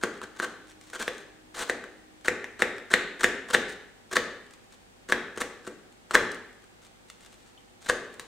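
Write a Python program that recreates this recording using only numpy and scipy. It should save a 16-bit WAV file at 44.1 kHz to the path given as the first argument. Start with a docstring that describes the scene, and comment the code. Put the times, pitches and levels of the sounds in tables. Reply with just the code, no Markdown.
"""A kitchen knife dices an onion on a plastic board that lies on a glass hob, heard from close by.
In each cut, runs of tiny clicks crunch through three layers; then dying tones make the knock on the board.
Long tones of the hob and a low rumble ring on, and noise shaped by the sound makes the kitchen's echo.
Between cuts the blade ticks and fingers shift the pieces, as small sprays and runs of clicks.
Shaped noise gives a faint hiss; steady sine tones give a mains hum and an appliance that soon stops."""
import sys
import numpy as np
from scipy import signal
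from scipy.fft import rfft, irfft, next_fast_len
from scipy.io import wavfile
from scipy.ndimage import uniform_filter1d

SR = 44100
rng = np.random.default_rng(int(sys.argv[2]) if len(sys.argv) > 2 else 0)


def output_pcm(signal):
    """Save a mono or channel-first signal as 16-bit PCM at the path in sys.argv[1].

    Samples are clipped to [-1, 1] before scaling.
    """
    pcm = np.clip(np.atleast_2d(signal).T, -1, 1) * 32767
    wavfile.write(sys.argv[1], SR, np.round(pcm).astype(np.int16))


N = 364697  # length in samples

# The colour of one bursting onion cell. Each row: frequency in Hz, relative level in dB.
CELL_COLOUR = [(30, -0.5), (200, -15), (600, 2), (1300, 7.5), (2100, 3), (2700, -2.5), (4000, 1.5),
               (4900, -5), (6300, -2), (8800, -2), (10500, -13.5), (15500, -22.5)]
# The blade chops through the onion and lands on the board. Each row: landing in seconds, force in dB,
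# pitch as a factor on the board's tones, extra weight of the low thud in dB, travel through the onion
# in seconds, crunch of the last layer in dB, growth from layer to layer in dB.
CHOPS = [(0.0359, -8.5, 0.84, 5, 0.034, -34.5, 18), (0.3996, -11.5, 0.9, -2.5, .05, -43, 9),
         (1.0793, -10.5, 1.02, 2, .03, -42.5, 10), (1.6972, -8.5, 1.086, 1.5, .03, -36, 14),
         (2.2825, -4, 1.065, 0, 0.036, -35, 4), (2.6213, -1.5, 1.08, -1, 0.029, -37, 3.5),
         (2.9387, 1.5, 1.096, -3, .036, -28, 8), (3.2435, 1.5, 1.053, -3, 0.05, -25.5, 10),
         (3.5475, 1, 1.037, -2, 0.063, -25.5, 10.5), (4.1683, -2.5, 1.05, -.5, .057, -25.5, 8),
         (5.1228, -1.5, 1, -2, .036, -35.5, 3), (5.4176, -13, 1.03, 4.5, 0.059, -30.5, 11),
         (5.675, -26.5, 0.79, 13.5, 0.039, -44.5, 11), (6.1528, 4, 1.016, -2.5, 0.057, -22.5, 19),
         (7.8982, -4.5, 0.99, 1, 0.052, -27, 16.5)]


def amp(db):
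    """Turns decibels into a gain."""
    return 10 ** (np.asarray(db) / 20)


def evened(x):
    """Scales a sound to an rms level of 1."""
    return x / np.sqrt(np.mean(x ** 2) + 1e-20)


def read(points, hz):
    """Reads a table between its points, along a logarithmic frequency axis."""
    f, value = np.transpose(points)
    return np.interp(np.log(hz + 1), np.log(f + 1), value)


def add(mix, s, sound):
    """Mixes a sound in at time s in seconds."""
    part = mix[max(round(s * SR), 0):][:len(sound)]
    part += sound[:len(part)]


def tint(x, points):
    """Colours a sound by raising or lowering each frequency as the table says."""
    size = next_fast_len(len(x))
    gain = amp(read(points, np.fft.rfftfreq(size, 1 / SR)))
    return irfft(rfft(x, size) * gain, size)[:len(x)]


def click(points, size=1024):
    """The most compact click with a given colour: minimum phase, of energy 1."""
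    log_gain = np.log(amp(read(points, abs(np.fft.fftfreq(size, 1 / SR)))))
    pulse = np.fft.ifft(np.exp(np.conj(signal.hilbert(log_gain)))).real
    return pulse / np.linalg.norm(pulse)


def ring(modes, length, contact, pitch=1, thud_db=0):
    """A struck thing sounds as dying tones, which set in over a short contact time in seconds."""
    t = np.arange(int(length * SR)) / SR
    waves = np.zeros(len(t))
    for hz, db, t60 in modes:
        level_db = db + thud_db * (hz < 1000)  # the thud is what lies below 1000 Hz
        decay = np.exp(-np.log(1000) * t / t60)
        waves += amp(level_db) * decay * np.cos(2 * np.pi * hz * pitch * t)
    return waves * (1 - np.exp(-t / contact))


def bursts(length, per_s, spread_db, edge, swell_db=0, clump_db=0):
    """A run of random tiny clicks, a few much larger than the rest, with swells of about 2 ms."""
    count = int(length * SR)
    chance, size, sign, clumps = rng.random((count, 4)).T
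    sizes_db = spread_db * np.minimum(-np.log(1 - size), 4)
    sizes_db += clump_db * evened(uniform_filter1d(clumps - .5, size=100))
    sizes_db += np.linspace(0, swell_db, count)
    train = (chance < per_s / SR) * amp(sizes_db) * np.sign(sign - .5)
    return evened(train * signal.windows.tukey(count, edge))


def background():
    """Mid and side of the hiss, with mains hum and the steady tone of an appliance that soon fades out."""
    # Colour of the hiss. Each row: frequency in Hz, relative level in dB per Hz.
    hiss_colour = [(15, -39), (25, -3), (55, -2.5), (96, -6.5), (204, 1), (684, -6.5), (782, -4),
                   (1020, -10.5), (1750, -11), (2850, -14), (3340, -14.5), (5430, -19), (8350, -18),
                   (10100, -25.5), (15500, -31.5)]
    # Width of the hiss. Each row: frequency in Hz, side against mid in dB.
    hiss_width = [(25, 2.5), (60, -0.5), (300, 0.5), (1000, 3.5), (4000, 2), (12000, -0.5)]
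    # Tones of the hum. Each row: frequency in Hz, rms level in dB.
    hum_tones = [(49.3, -72.5), (100, -72.5), (247.6, -77), (366.1, -74.5), (495.3, -76.5), (786, -76.5)]
    hiss_db = -60
    drone_hz, drone_db, stop_s, drone_t60_s = 310, -61.5, 2.2, .7
    t = np.arange(N) / SR
    mid, side = (amp(hiss_db) * evened(tint(noise, hiss_colour)) for noise in rng.standard_normal((2, N)))
    hum = sum(amp(db) * np.sin(2 * np.pi * (hz * t + rng.random())) for hz, db in hum_tones)
    fade = np.exp(-np.log(1000) * np.maximum(t - stop_s, 0) / drone_t60_s)
    drone = amp(drone_db) * fade * np.sin(2 * np.pi * drone_hz * t)
    return mid + np.sqrt(2) * (hum + drone), tint(side, hiss_width)  # root 2 turns rms into peak


def clack(pitch, thud_db, contact, low_hz=170):
    """The board's short answer to one blow; so small a plate radiates little bass."""
    # Tones of the board, damped by hand and onion.
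    # Each row: frequency in Hz at pitch 1, relative level in dB, time to fall by 60 dB in seconds.
    board_modes = [(436, -8.5, 0.017), (940, -25.5, .012), (1364, -24, 0.021), (1695, 1, 0.0089),
                   (1824, -3.5, 0.003), (2170, -61.5, 0.0075), (3360, -16.5, 0.012), (4187, -51.5, 0.0032),
                   (8600, -26.5, .003)]
    high_pass = signal.butter(2, low_hz, "high", fs=SR, output="sos")
    return signal.sosfilt(high_pass, ring(board_modes, .04, contact, pitch, thud_db))


def crunch_rows():
    """Each broken layer or slice: start s, length s, level dB, board share dB, swell dB."""
    # Three layers break in every chop: the outer two crack and die, the last swells into the landing.
    # Each row: share of the travel still to go, length in seconds, share that shakes the board in dB,
    # swell from start to end in dB.
    layers = [(1.0, .011, 3.5, -5), (.74, .012, 1, -3.5), (.24, 0.01593, -2, 7)]
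    # The blade is pushed slowly through the flesh. Each row: start in seconds, length in seconds,
    # level in dB, share that shakes the board in dB.
    slow_slices = [(.227, 0.017, -46, 5), (0.418, 0.034, -38, 5), (0.928, 0.04, -43, 1),
                   (0.99, 0.043, -36.5, -0.5), (1.541, 0.048, -43, -3.5), (1.576, 0.065, -36, -4.5)]
    slice_swell_db = 2.5  # a slow slice presses a little harder towards its end
    rows = []
    for s, _, _, _, travel, crunch_db, growth_db in CHOPS:
        for layers_left, (to_go, length, board_db, swell_db) in enumerate(reversed(layers)):
            level_db = crunch_db - growth_db * layers_left
            rows.append((s - to_go * travel, length, level_db, board_db, swell_db))
    return rows + [(*row, slice_swell_db) for row in slow_slices]


def crunches():
    """Cells burst in runs amid a faint creak; the blade carries part of each burst into the board."""
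    creak_lead_s, creak_db = 0.0069, -14.5  # the flesh creaks just before and after it gives way
    cells, push = np.zeros((2, N))
    for s, length, db, board_db, swell_db in crunch_rows():
        creak = bursts(length + 2 * creak_lead_s, per_s=4100, spread_db=1.5, edge=0.45)
        add(cells, s - creak_lead_s, amp(db + creak_db) * creak)
        crunch = bursts(length, per_s=4100, spread_db=1.5, edge=0.28, swell_db=swell_db, clump_db=2.5)
        add(cells, s, amp(db) * crunch)
        shake = bursts(length, per_s=3000, spread_db=0.0, edge=0.25, swell_db=swell_db / 2, clump_db=1.2)
        add(push, s, amp(db + board_db) * shake)
    body = clack(pitch=0.92, thud_db=0.5, contact=0.00096)
    wet = signal.oaconvolve(cells, click(CELL_COLOUR))[:N]
    return wet + signal.oaconvolve(push, body / np.linalg.norm(body))[:N]


def splutter(fade):
    """The wet spray of clicks that follows a contact, of energy 1; fade is in seconds."""
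    spray = bursts(.02, per_s=6300, spread_db=6.5, edge=0)
    t = np.arange(len(spray)) / SR
    spray *= np.exp(-t / fade) * (1 - np.exp(-t / 0.00019))
    return spray / np.linalg.norm(spray)


def knock_rows():
    """Everything that strikes the board: time s, force dB, pitch factor, thud dB."""
    # The blade bumps the board or the onion on it without cutting through.
    # Each row: time in seconds, force in dB, pitch factor, extra weight of the low thud in dB.
    light_bumps = [(0.2159, -23, 0.76, -1), (1.8398, -26, 0.87, -9), (2.443, -20, 1.12, -10),
                   (2.7824, -25, 1, -17), (5.3747, -20, .78, 6), (6.1095, -15.5, 0.8, -5),
                   (8.1958, -26, 1, 2)]
    return [cut[:4] for cut in CHOPS] + light_bumps


def knocks():
    """Each landing gives a short hollow clack and crushes the last skin; the hob rings and rumbles under it."""
    # Long resonances of hob and room. 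Each row: frequency in Hz, level in dB before the shared hob_db.
    hob_modes = [(43, -52), (165, -47), (228, -45), (248, -45), (283, -45), (365, -38), (411, -40),
                 (456, -36), (697, -46), (862, -45), (1147, -45), (1202, -45), (1287, -43), (1550, -39),
                 (1599, -39), (1660, -39), (1727, -38), (1857, -38), (1963, -38), (2113, -44), (2401, -47),
                 (2809, -50)]
    # Hob and cupboard shaken by a knock. Each row: frequency in Hz, relative level in dB.
    rumble_colour = [(15, -19), (42, -3.5), (62, -10.5), (90, 1), (135, -8), (170, 0.5), (300, -8.5),
                     (900, -68)]
    hob_t60_s, hob_db = 0.54, -2
    skin_db, skin_growth = -2.5, .78  # wet snap: dB at a force of 0 dB, dB per dB of force
    board, skin, hob = np.zeros((3, N))
    t = np.arange(SR) / SR
    ringing = ring([(hz, db + hob_db, hob_t60_s) for hz, db in hob_modes], 1, contact=0.0008)
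    for s, force_db, pitch, thud_db in knock_rows():
        add(board, s, amp(force_db) * clack(pitch, thud_db, contact=0.00043))
        add(skin, s, amp(skin_db + skin_growth * force_db) * splutter(fade=0.0014))
        rumble = evened(tint(rng.standard_normal(SR), rumble_colour))
        rumble *= amp(-46.5) * np.exp(-t / 0.07) * (1 - np.exp(-t / .01))
        add(hob, s, amp(force_db + thud_db / 2) * (ringing + rumble))
    return board + hob + signal.oaconvolve(skin, click(CELL_COLOUR))[:N]


def handling():
    """Wet ticks, settling crumbs and rustling pieces are runs of clicks; the blade pings once as dying tones."""
    # Light ticks of blade and onion pieces. Each row: time in seconds, strength in dB before colouring.
    light_ticks = [(.811, -21.5), (.9, -20), (1.547, -18), (3.708, -28), (4.5093, -24.5), (4.536, -21),
                   (4.7233, -25.5), (6.315, -11.5), (6.346, -15.5), (7.1, -14), (7.207, -25.5),
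                   (8.141, -21), (8.1957, -8)]
    # Fingers and blade shift the pieces.
    # Each row: start in seconds, length in seconds, level in dB before colouring.
    shifts = [(0.133, 0.056, -56.5), (0.662, 0.07, -53.5), (0.788, 0.48, -53.5), (3.674, .073, -45),
              (4.701, .057, -57), (6.807, 0.077, -57.5), (7.156, 0.4, -62.5), (7.206, .075, -54),
              (7.317, 0.036, -55), (7.8, 0.096, -52), (8.204, 0.036, -56)]
    # The ping: its time in seconds, then its tones.
    # Each row of tones: frequency in Hz, level in dB, time to fall by 60 dB in seconds.
    ping_s, ping_modes = (7.5763, [(3100, -42.5, 0.02), (3400, -46.5, 0.013)])
    crumbs_per_s, crumbs_db, crumbs_spread_db = 3, -31.5, 2  # fainter ticks at random times
    ticks, rustle, ping = np.zeros((3, N))
    crumbs = []
    for _ in range(int(crumbs_per_s * N / SR)):
        crumbs.append((rng.uniform(0, N / SR), rng.normal(crumbs_db, crumbs_spread_db)))
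    for s, db in light_ticks + crumbs:
        add(ticks, s, amp(db) * splutter(fade=0.002))
    for s, length, db in shifts:
        add(rustle, s, amp(db) * bursts(length, per_s=2200, spread_db=1.5, edge=0.4, clump_db=5.5))
    add(ping, ping_s, ring(ping_modes, .05, contact=0.00075))
    thin = tint(ticks + rustle, [(200, -5), (1000, -10.5), (2500, -3.5), (8000, -3)])
    return signal.oaconvolve(thin, click(CELL_COLOUR))[:N] + ping


def linger(power, t60, hop):
    """Spreads the power of one band over an exponential decay, keeping its energy."""
    keep = 10 ** (-6 * hop / SR / t60)
    return signal.lfilter([1 - keep], [1, -keep], power)


def diffuse(x, early_db=-2.5, early_t60=0.079, delay=.003, blur=0.069, size=256):
    """Two diffuse fields: early reflections off worktop and wall, and a tail that dies band by band."""
    # Each row: frequency in Hz, time for the tail to fall by 60 dB in seconds.
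    tail_t60 = [(60, .9), (250, .7), (500, 0.64), (1800, 0.74), (4000, 0.64), (8000, .45), (15000, 0.27)]
    hop = size // 4
    frame = dict(fs=SR, nperseg=size, noverlap=size - hop)
    hz, _, z = signal.stft(x, **frame)
    # sound leaves the blade in all directions, so the fine ripple of its spectrum evens out in the room
    near = np.exp(-(np.log((hz[:, None] + 1) / (hz + 1)) / blur) ** 2)
    smooth = near / near.sum(1, keepdims=True) @ abs(z) ** 2
    power = []
    for band, t60 in zip(smooth, read(tail_t60, hz)):
        early = amp(early_db) ** 2 * linger(band, early_t60, hop)
        power.append(linger(band, t60, hop) + early)
    echo = np.zeros((2, len(x)))
    for channel in echo:
        field = signal.stft(rng.standard_normal(len(x)), **frame)[2]
        field *= np.sqrt(np.array(power) / np.mean(abs(field) ** 2))
        add(channel, delay, signal.istft(field, **frame)[1])
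    return echo


def kitchen(x, scattered_db=-5.5, steady_db=-2):
    """Mid and side of the echo: part is scattered anew at each cut, part always follows the same paths."""
    # Colour of the echo. Each row: frequency in Hz, gain in dB.
    echo_colour = [(40, -10), (90, -4), (140, -8.5), (230, 2), (330, -2), (470, 1), (650, -1.5), (1150, -5),
                   (1800, -8), (2600, -3), (3700, -4.5), (7000, -6), (10000, -11.5), (15000, -7.5)]
    # Width of the echo. Each row: frequency in Hz, side against mid in dB.
    echo_width = [(60, -11), (300, -25.5), (1000, -13.5), (2000, -8.5), (4000, -4.5), (8000, -3.5),
                  (13000, 10)]
    paths = diffuse(signal.unit_impulse(SR))
    steady = signal.oaconvolve(x[None], paths, axes=1)[:, :N]
    mid, side = amp(scattered_db) * diffuse(x) + amp(steady_db) * steady
    return tint(mid, echo_colour), tint(tint(side, echo_colour), echo_width)


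def scene():
    """Mixes all layers in stereo; the board lies a little left of the microphone's axis."""
    hiss, hiss_side = background()
    direct = crunches() + knocks() + handling()
    echo, echo_side = kitchen(direct)
    mid = direct + echo
    side = echo_side + hiss_side
    balance_db = 1.5  # left against right
    left = mid * amp(balance_db / 2) + hiss + side
    right = mid * amp(-balance_db / 2) + hiss - side
    return np.array([left, right])


def record(dry):
    """The hardest knocks overload softly; then a low-pass filter removes the highest treble."""
    squeezed = dry / (1 + dry ** 6) ** (1 / 6)
    low_pass = signal.firwin(511, 15850, window=("kaiser", 9), fs=SR)  # edge in Hz
    return signal.oaconvolve(squeezed, low_pass[None], "same")


dry = scene()
out = record(dry)
output_pcm(out)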